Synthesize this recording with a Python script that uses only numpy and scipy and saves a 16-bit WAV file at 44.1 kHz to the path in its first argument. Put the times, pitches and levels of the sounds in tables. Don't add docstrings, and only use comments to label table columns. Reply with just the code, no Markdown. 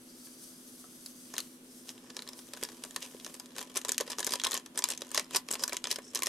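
import sys
import numpy as np
from scipy import signal
from scipy.fft import rfft, irfft
from scipy.io import wavfile

SR = 44100
rng = np.random.default_rng(int(sys.argv[2]) if len(sys.argv) > 2 else 0)


def to_wav(sig):
    pcm = np.clip(np.atleast_2d(sig), -1, 1) * 32767
    pcm = np.round(pcm).astype(np.int16)
    wavfile.write(sys.argv[1], SR, pcm.T)


N = 276948

# (time [s], level [dB], push on the wall relative to the level [dB],
# treble relative to middle band before the treble lift [dB], ring of the facet [Hz])
CREASE_SNAPS = [(0.27, -59.5, 2.5, 0, 4900), (1.061, -38.5, -21, 9.5, 4430), (1.339, -40, -1, 9, 5800),
                (1.3657, -41, -7, -8.0, 3950), (1.3813, -27.5, -18, 6, 3300), (1.389, -36.5, -8, -1, 3980),
                (1.403, -36.5, -22, 8, 4050), (1.892, -38.5, -17, -8, 5700), (1.979, -52.5, -10, -15, 2780),
                (2.102, -44.5, -12, -8, 5500), (2.1671, -35.5, -11.5, -5, 5640),
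                (2.192, -38.5, -8, -25, 4100), (2.222, -42, -16, -1, 4200), (2.276, -44, -10, -5, 4140),
                (2.289, -39.5, -11.5, 1, 5430), (2.333, -45, -10, -5, 5200), (2.3903, -46, -6.5, -2, 5100),
                (2.5353, -38, -6, 2, 4030), (2.572, -45, -1, 4, 2700), (2.6277, -37, -0.5, 2, 3200),
                (2.636, -30, -25, 7.5, 5070), (2.65, -38.5, -16, -7, 5400), (2.6884, -45, -1.5, -6, 5360),
                (2.8376, -36, -9, 1, 5250), (2.849, -43, -2, 27, 6500), (2.909, -45.5, -13, 2, 7000),
                (2.9619, -30, -7, 1, 5240), (3.027, -38, -18, -5, 3100), (3.1993, -48, -20, -8, 4020),
                (3.2469, -39, -29, -1, 5550), (3.2638, -40, -2.5, 1, 6040), (3.342, -42.5, -10, 1, 8500),
                (3.35, -49, -9, 2, 5500), (3.398, -39.5, -8.5, 5, 5400), (3.459, -50, -20, -1, 6300),
                (3.5641, -43, -2.5, -4, 7450), (3.583, -36, -6, 0, 2750), (3.5908, -38.5, -7, 2, 4260),
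                (3.613, -39, -2, 4, 3260), (3.6274, -42, -16, 6, 2800), (3.7578, -34.5, -5.5, 11, 6100),
                (3.769, -29.5, -10, -1, 6100), (3.7731, -26, -14, 11, 9700), (3.8153, -41.5, -21, -3, 6800),
                (3.849, -33, -4, 6, 4070), (3.8553, -43, -7, -5, 7350), (3.8842, -35, -11, 7, 6940),
                (3.8922, -26, -16.5, -0.5, 7700), (3.9193, -24.5, -18.5, 15, 6600),
                (3.9453, -41, -26, -9, 5100), (3.9807, -25, -38, -2, 6700), (4.0014, -35.5, -1, -13, 6900),
                (4.008, -29, -3.5, 1, 6600), (4.077, -43, 0.5, -2, 4900), (4.1042, -36, -6.5, 10, 4600),
                (4.118, -35.5, -10, 1, 5300), (4.1307, -39.5, -5, -23, 2860),
                (4.1847, -32.5, -3.5, -4, 5700), (4.1933, -32.5, -5, 0, 7800), (4.2035, -31.5, -5, 6, 5900),
                (4.2288, -35, -11, -10, 3180), (4.2459, -29.5, -21, 8, 6200), (4.267, -27.5, -11, 5, 6100),
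                (4.273, -32.5, -3, 6, 5100), (4.292, -37.5, -6, -1, 6000), (4.3073, -36, -11, 8, 4740),
                (4.3212, -30.5, -14, -4, 5200), (4.329, -35, -21, 8, 5220), (4.3365, -26.5, -8, 3, 5160),
                (4.3558, -33, -5.5, -2.0, 5100), (4.3987, -33.5, -17, -9, 3650),
                (4.4158, -39, -8, -7, 3880), (4.4369, -28, -10, -2, 6460), (4.445, -28, -22, -14, 3880),
                (4.4484, -25.5, -11.5, -4, 5170), (4.468, -27, -6, -2, 3530), (4.5103, -33, -11, 9, 5960),
                (4.518, -30.5, -11.5, 4, 3600), (4.531, -33.5, -9, -8, 4090), (4.542, -27, -10, 19, 5900),
                (4.549, -35, -3.5, -14, 2980), (4.567, -36, -4.5, -8, 5320), (4.5755, -33, -11, 0.5, 6360),
                (4.661, -43.5, -7, -1, 3160), (4.757, -47.5, -15, -6, 5530),
                (4.7755, -28.5, -10.5, 5, 8200), (4.784, -35.5, -18, 2, 5500), (4.79, -27, -14.5, 11, 7400),
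                (4.8222, -35, -8, -18, 5200), (4.84, -21.5, -14.5, 2, 4860), (4.8879, -30.5, -11, 14, 4740),
                (4.903, -29.5, -14.5, 2, 7500), (4.914, -35, -9.5, 16, 7500), (4.9203, -35, -13, -9, 6100),
                (4.936, -45, -12, -7, 5500), (4.949, -49, -14, -6, 4000), (4.976, -38, -30, 1, 6300),
                (5.009, -45.5, -12, 1, 6000), (5.019, -35.5, -7.5, -3, 3900),
                (5.1155, -37.5, -9.5, 10, 8400), (5.146, -27.5, -8, 2, 6700),
                (5.156, -33.5, -8, -9.0, 6300), (5.164, -38, -10, -6, 4500),
                (5.1763, -23.5, -3.5, -4, 4900), (5.196, -31, -7.5, -2, 4750), (5.349, -32, 0, -9, 5100),
                (5.3604, -23, -16, 7, 5080), (5.3661, -21.5, -14.5, 10, 5100),
                (5.4868, -37, -6.5, -5, 2300), (5.5121, -26.5, -16, 11, 7700),
                (5.5265, -31.5, -26, 18, 7800), (5.5362, -33, -14, 12, 5200), (5.5413, -33, -13, 13, 6400),
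                (5.554, -37, -2.5, -4, 2380), (5.6371, -23.5, -13, 5.5, 5760),
                (5.6786, -30.5, -10, 13, 7260), (5.6944, -37.5, -4, 2, 4400), (5.7234, -36, -1, -18, 2260),
                (5.731, -31.5, -4, 12, 5300), (5.7444, -45, -5, -2, 6350), (5.7682, -29.5, -24, -6, 6950),
                (5.8414, -29.5, -10, -13, 5470), (5.8537, -35.5, -7, -25, 3550), (5.871, -34, -7, -7, 5440),
                (5.9132, -24.5, -23, 0.5, 4000), (5.9263, -33.5, -11, 4, 5630),
                (5.959, -34, -10.5, 1, 5230), (5.986, -43.5, 3.5, 5, 2200), (6.1488, -29, -27, 9, 5530),
                (6.1567, -28, -21, 1.5, 5450), (6.1737, -36, -12, -3, 5600), (6.191, -37.5, -5.5, 0, 6630),
                (6.202, -46.5, -3, 1.5, 6000), (6.222, -29.5, -9, -3, 2200), (6.233, -26, -15, 8, 2120),
                (6.2597, -31, -16, 5, 6000), (6.2692, -27.5, -7, -1, 5570)]
# (time [s], peak level [dB], pitch the panel settles at [Hz])
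PANEL_POPS = [(1.3807, -34, 1370), (1.403, -28.5, 4030), (2.6277, -35.5, 392), (2.9625, -35, 1420),
              (3.1473, -38.5, 433), (4.0105, -35, 440), (4.272, -36, 330), (4.336, -29, 986),
              (4.4631, -25.5, 930), (4.8395, -26, 970), (5.02, -34, 573), (5.1769, -25, 1200),
              (5.359, -28, 1050), (5.985, -36.5, 420), (6.2235, -35, 1030)]
# (time at the tightest [s], crackle level [dB], time to build [s],
# wall rustle relative to the crackle [dB])
SQUEEZES = [(1.385, -52.5, 0.075, -8), (1.897, -48, 0.018, -14), (2.22, -62.5, 0.23, 2.5),
            (2.64, -51, 0.047, -8), (3.041, -43.5, 0.025, -8.5), (3.29, -58, 0.14, -3.5),
            (3.605, -48.5, 0.043, -4), (3.773, -42.5, 0.019, -4), (3.891, -46, 0.014, -1.5),
            (4.015, -50, 0.013, 5), (4.117, -47, 0.046, -18), (4.2, -42, 0.014, -15),
            (4.328, -45.5, 0.065, -6.5), (4.458, -55, 0.035, 1), (4.544, -43, 0.052, -10.5),
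            (4.79, -53.5, 0.03, 4.5), (4.913, -45.5, 0.048, -7.5), (5.03, -58.5, 0.03, 4),
            (5.181, -38, 0.04, -8), (5.356, -37, 0.028, -6.5), (5.537, -42, 0.032, -1.5),
            (5.63, -46, 0.043, -1), (5.747, -45.5, 0.028, -11.5), (5.92, -38.5, 0.024, -11),
            (6.167, -44, 0.02, -2), (6.27, -44, 0.031, -21)]
# (time [s], crackle level [dB])
GRIP = [(1.75, -90), (2.05, -81), (2.55, -60.5), (3.5, -64.5), (4.35, -60), (4.7, -74), (5.05, -59.5),
        (5.44, -73), (6.05, -64.5), (6.28, -70)]
# (frequency [Hz], relative density [dB per Hz])
CRACKLE_COLOUR = [(900, -21.5), (1700, -1), (2600, 9), (4000, 3.5), (6000, 9), (9000, 3.5), (12000, -0.5),
                  (16000, -7)]
# (frequency [Hz], width [Hz], level [dB])
POUCH_MODES = [(417, 253, -3), (1020, 71, 5.5), (1745, 110, -1), (3963, 74, 0), (5120, 154, -2),
               (6250, 280, -10.5)]
# (time [s], level [dB])
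TRICKLE = [(0, -54.5), (.25, -50.5), (.53, -50), (.68, -48), (1.45, -48.5), (1.6, -57), (1.78, -50),
           (2.02, -59), (2.28, -59), (2.45, -54), (3.05, -52), (3.35, -50), (3.52, -65), (6.28, -71)]
# (time [s], level [dB])
SPILLS = [(.257, -45), (.439, -42.5), (1.9, -46), (2.39, -45)]
# (frequency [Hz], relative density [dB per Hz])
SLIDE_COLOUR = [(600, -18), (1300, -11), (2400, -20.5), (3600, -11.5), (4800, -3.5), (6200, 1), (7000, -6),
                (7600, -2), (8300, -2.5), (8900, 1.5), (9800, -2.5), (11500, -2), (13500, -2.5), (16000, 0)]
# (start [s], end [s], level [dB], mean pitch of the swish [Hz])
GLIDES = [(0.052, 0.608, -63.5, 4850), (1.655, 2.38, -64.5, 5340), (5.337, 5.392, -29.5, 5120),
          (5.573, 5.653, -43.5, 5200), (6.012, 6.142, -54, 5430)]
# (multiple of its pitch [1], width [Hz], level [dB])
SWISH_MODES = [(1, 520, 5), (1.15, 650, -1), (1.4, 700, -3), (1.61, 700, -5.5), (1.85, 700, -12)]
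LEFTWARD = np.array([[1.08], [0.92]])
# (time [s], level [dB])
TRAY_TAPS = [(0.842, -50)]
# (frequency [Hz], level [dB], time to fall 60 dB [s])
TRAY_MODES = [(720, -2.2, 0.064), (1296, 0, 0.067), (1190, 1.5, 0.027)]
# (frequency [Hz], time to fall 60 dB [s])
ROOM_T60 = [(300, 0.054), (800, 0.19), (2000, 0.19), (5500, 0.1), (14000, 0.12)]
# (frequency [Hz], relative density [dB per Hz])
ROOM_COLOUR = [(20, -15), (50, -23), (90, -16), (130, -9), (200, -3), (260, -0.5), (400, -4.5), (600, -9.5),
               (900, -13.5), (1400, -15.5), (2000, -21), (6000, -24), (12000, -23.5), (16000, -25)]
# (frequency [Hz], mean rms level [dB])
HUM_LINES = [(253.6, -60), (240, -65), (334.4, -68), (186, -83.5)]
# (frequency [Hz], gain [dB])
MIC_RESPONSE = [(100, 1), (350, 0.5), (580, -1), (780, -5), (1100, -3), (1500, -2), (1800, -0.5), (2500, 0),
                (3300, 3), (5500, -2.5), (8000, -0.5), (11500, -0.5), (13500, -6.5), (16000, -18.5)]

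EDGE_HZ = 16000
LET_GO = 0.73
SQUEEZE_SHAPE = 1.34
GRIP_WALL_DB = -3
SPILL_S = 0.036
PANEL_HZ, PANEL_DB_PER_OCTAVE, PANEL_SCATTER = 654, 12, 0.46
FACET_LO_HZ, FACET_HI_HZ = 2720, 8000


def snap(level_db, wall_db, bright_db, facet_hz, crack=5.4, crack_scatter_db=4.0, rise_s=0.00022,
         flutter_s=0.0021, linger=0.14, linger_s=0.0043, wall_s=0.0048, facet=1.43, panel=0.82,
         thump_db=-20.0, shape=1.18, neighbour=0.84, size=2048):
    t = np.arange(size) / SR
    near_s = flutter_s * 2 ** rng.uniform(-0.51, 0.75)
    decay = np.exp(-(t / near_s) ** shape) + linger * np.exp(-t / linger_s)
    flutter = rng.standard_normal((2, size)) * decay * (1 - np.exp(-t / rise_s))

    crack_db = -.3 * (wall_db + 12.5) + crack_scatter_db * rng.uniform(-1.05, 1)
    flutter[0, 0] += crack * gain_of(crack_db) * rng.choice([-1, 1])

    flutter[0] += facet * ringing(flutter[0], facet_hz, 6)
    neighbour_hz = min(facet_hz * 2 ** rng.uniform(-0.84, 1), EDGE_HZ)
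    flutter = flutter + neighbour * ringing(flutter, neighbour_hz, 7)

    push = rng.standard_normal((2, size)) * np.exp(-t / wall_s)
    octaves = PANEL_SCATTER * rng.uniform(-1.08, 1) - min(wall_db, 2) / PANEL_DB_PER_OCTAVE
    push = push + panel * ringing(push, min(PANEL_HZ * 2 ** octaves, 2500), 8)

    treble_share = 1 / (1 + gain_of(-bright_db) ** 2)
    clack = evened(spread(band(flutter, 1540, 6930), 0.4)) * np.sqrt(1 - treble_share)
    tick = evened(spread(band(flutter, 5500, 14500, order=3), 1.0)) * np.sqrt(treble_share)
    tick = tick * gain_of(1.33) * LEFTWARD
    thump = gain_of(thump_db) * evened(band(push[0], 24, 250, order=1))
    wall = evened(spread(band(push, 344, 1710), 0.018)) + thump
    sound = clack - tick + gain_of(wall_db) * wall
    return gain_of(level_db) * sound * np.sqrt(0.0043 * SR / size)


def creases(follow_db=-18.0, follow_s=.016, scatter_db=3.0, duller_db=17.0, count=2):
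    out = np.zeros((2, N))
    for s, level_db, wall_db, bright_db, facet_hz in CREASE_SNAPS:
        add(out, s, snap(level_db, wall_db, bright_db, facet_hz))
        for _ in range(count):
            delay, (size, shine) = rng.random(), rng.standard_normal(2)
            weaker_db = follow_db - 5 * delay + scatter_db * size
            follower = snap(level_db + weaker_db, wall_db, bright_db - duller_db + 4 * shine,
                            rng.uniform(FACET_LO_HZ, FACET_HI_HZ))
            add(out, s + follow_s * delay, follower)
    return out


def pops(peak_s=0.001, sag=0.29, size=1024):
    t, out = np.arange(size) / SR, np.zeros((2, N))
    swing = t / peak_s * np.exp(1 - t / peak_s)
    for s, db, hz in PANEL_POPS:
        cycles = np.cumsum(hz * (1 + sag * np.exp(-t / peak_s))) / SR
        add(out, s, gain_of(db) * swing * np.sin(2 * np.pi * cycles))
    return out


def flexing():
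    fine = level(GRIP, axis=1)
    wall = fine * gain_of(GRIP_WALL_DB)
    for s, db, build_s, wall_db in SQUEEZES:
        squeeze = swell(s, db, build_s, LET_GO, SQUEEZE_SHAPE)
        fine = np.maximum(fine, squeeze)
        wall = np.maximum(wall, squeeze * gain_of(wall_db))
    return fine, wall


def crackle(strain, rustle, per_s=700, ring_s=0.0022, fine_db=2.5, wall_db=1.0, rub=0.62, size=512):
    t, clicks = np.arange(size) / SR, np.zeros((2, N))
    for _ in range(20):
        facet = rng.standard_normal((2, size)) * np.exp(-t / ring_s)
        clicks += signal.oaconvolve(grains(per_s / 20, 6.9)[None], facet, axes=1)[:, :N]
    drive = evened(clicks) + rub * rng.standard_normal((2, N))
    fine = evened(coloured(spread(drive, 0.44), CRACKLE_COLOUR)) * strain
    wall = evened(band(spread(drive, 0.018), 243, 1130)) * rustle
    return gain_of(fine_db) * fine + gain_of(wall_db) * wall


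def small_creases(strain, per_s=40, above_db=5.0, ceiling_db=-46.0, scatter_db=3.0, wall_db=-7.5,
                  bright_db=6.5):
    out, slots = np.zeros((2, N)), np.arange(GRIP[0][0], N / SR, 1 / per_s)
    for s in slots + rng.random(len(slots)) / per_s:
        strain_db = 20 * np.log10(strain[min(int(s * SR), N - 1)] + 1e-9)
        level_db = min(strain_db + above_db, ceiling_db)
        size, push, shine = rng.standard_normal(3)
        flip = snap(level_db + scatter_db * size, wall_db + 4 * push, bright_db + 5 * shine,
                    rng.uniform(FACET_LO_HZ, FACET_HI_HZ))
        add(out, s, flip)
    return out


def pouch(x, give=0.017, give_per_s=5.6):
    stretched_t, out = np.cumsum(1 + give * drift(give_per_s)) / SR, x
    for hz, width, db in POUCH_MODES:
        turn, r = np.exp(2j * np.pi * hz * stretched_t), np.exp(-np.pi * width / SR)
        slow = signal.lfilter([1 - r], [1, -r], x * turn.conj())
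        out = out + gain_of(db) * 2 * (turn * slow).real
    return out


def powder(per_s=9000, uneven_db=1.0):
    hiss = spread([grains(per_s, 1.9), grains(per_s, 2.3)], 0.58)
    spills = sum(swell(s, db, SPILL_S) for s, db in SPILLS)
    flow = np.hypot(level(TRICKLE, axis=1), spills)
    return evened(coloured(hiss, SLIDE_COLOUR)) * flow * gain_of(uneven_db * drift(19))


def glides(judder=0.36, wander=0.015, wander_per_s=4.6, fade_s=0.04):
    out = np.zeros((2, N))
    for start, end, db, hz in GLIDES:
        length = max(round((end - start) * SR), 64)
        friction = spread(rng.standard_normal((2, N)), 0.4) * (1 + judder * drift(90))
        friction = friction[:, :length]
        bend = 2 * np.pi * np.cumsum(hz * wander * drift(wander_per_s)[:length]) / SR
        swish = np.zeros((2, length))
        for k, width, mode_db in SWISH_MODES:
            mode = signal.hilbert(band(friction, hz * k - width / 2, hz * k + width / 2))
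            swish += gain_of(mode_db) * (mode * np.exp(1j * k * bend)).real
        t = np.arange(length) / SR
        contact = np.minimum(np.minimum(t, t[::-1]) / fade_s, 1)
        add(out, start, gain_of(db) * evened(swish) * contact)
    return out


def nearby(x, strength=0.1, reach_s=0.0032, move_per_s=3.7, count=8):
    delays = (reach_s * SR * rng.uniform(0.12, 1, count)).astype(int)
    echoes = sum(drift(move_per_s) * np.pad(x, ((0, 0), (d, 0)))[:, :N] for d in delays)
    return x + strength * echoes


def tray():
    t, out = np.arange(SR // 4) / SR, np.zeros((2, N))
    ring = sum(gain_of(db - 60 * t / t60) * np.sin(2 * np.pi * hz * t) for hz, db, t60 in TRAY_MODES)
    for s, db in TRAY_TAPS:
        add(out, s, gain_of(db) * ring)
    return out


def room(x, wet_db=-12.5, side=0.41):
    t = np.arange(SR // 2) / SR
    noise = spread(rng.standard_normal((2, len(t))), side)
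    hz, when, cells = signal.stft(noise, SR, nperseg=256)
    decay = gain_of(-60 * when / read(ROOM_T60, hz)[:, None])
    tail = signal.istft(cells * decay, SR, nperseg=256)[1][:, :len(t)]
    tail = evened(tail * np.minimum(t / 0.003, 1)) / np.sqrt(len(t))
    return x + gain_of(wet_db) * signal.oaconvolve(x, tail, axes=1)[:, :N]


def background(air_db=-57.5, waver=0.1, wander=0.49):
    t, hum = np.arange(N) / SR, np.zeros(N)
    for hz, db in HUM_LINES:
        swing = np.sqrt(2) * (1 + waver * drift(3.6))
        hum += gain_of(db) * swing * np.sin(2 * np.pi * hz * t + wander * drift(5.3))
    shared, apart = rng.standard_normal((2, N))
    apart = coloured(apart[None], [(50, -11), (250, -18), (600, -4.0), (1400, 1), (8000, 1.5)])[0]
    return hum + gain_of(air_db) * evened(coloured(spread([shared, apart], 0.98), ROOM_COLOUR))


def gain_of(db):
    return 10 ** (np.asarray(db) / 20)


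def evened(x):
    return x / np.sqrt(np.mean(x ** 2) + 1e-20)


def read(points, hz):
    f, value = np.transpose(points)
    return np.interp(np.log(hz + 1), np.log(f + 1), value)


def level(rows, axis):
    rows = np.asarray(rows)
    return gain_of(np.interp(np.arange(N) / SR, rows[:, 0], rows[:, axis], left=-100, right=-100))


def swell(s, db, build_s, release=1, shape=1):
    t = np.arange(N) / SR - s
    distance = np.minimum(np.maximum(-t, t / release) / build_s, 10)
    return gain_of(db) * np.exp(-distance ** shape)


def add(mix, s, sound):
    part = mix[:, max(round(s * SR), 0):][:, :sound.shape[-1]]
    part += sound[..., :part.shape[-1]]


def band(x, lo_hz, hi_hz, order=2):
    return signal.lfilter(*signal.butter(order, [lo_hz, min(hi_hz, SR / 2 - 1)], "band", fs=SR), x)


def ringing(x, hz, q):
    return signal.lfilter(*signal.iirpeak(hz, q, fs=SR), x)


def coloured(x, points, size=4096):
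    log_gain = np.log(gain_of(read(points, abs(np.fft.fftfreq(size, 1 / SR)))))
    taps = np.fft.ifft(np.exp(np.conj(signal.hilbert(log_gain)))).real[:size // 2]
    return signal.oaconvolve(x, taps[None], axes=1)[:, :N]


def spread(pair, side):
    return np.array([pair[0] + side * pair[1], pair[0] - side * pair[1]]) / np.hypot(1, side)


def drift(per_s):
    smooth = np.exp(-(np.fft.rfftfreq(N, 1 / SR) / per_s) ** 2)
    return evened(irfft(rfft(rng.standard_normal(N)) * smooth, N))


def grains(per_s, range_db):
    size = gain_of(range_db * np.minimum(rng.exponential(1, N), 4))
    return size * rng.choice([-1, 1], N) * (rng.random(N) < per_s / SR)


def scene():
    strain, rustle = flexing()
    buckling = creases() + pops() + crackle(strain, rustle) + small_creases(strain)
    foil = gain_of(-1.58) * pouch(buckling)
    sliding = gain_of(-2.1) * nearby(powder()) + glides()
    return room(foil + tray()) + sliding * LEFTWARD + background()


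def record(dry):
    low_pass = signal.firwin(255, EDGE_HZ, window=("kaiser", 9), fs=SR)
    return signal.oaconvolve(coloured(dry, MIC_RESPONSE), low_pass[None], "same")


dry = scene()
out = record(dry)
to_wav(out)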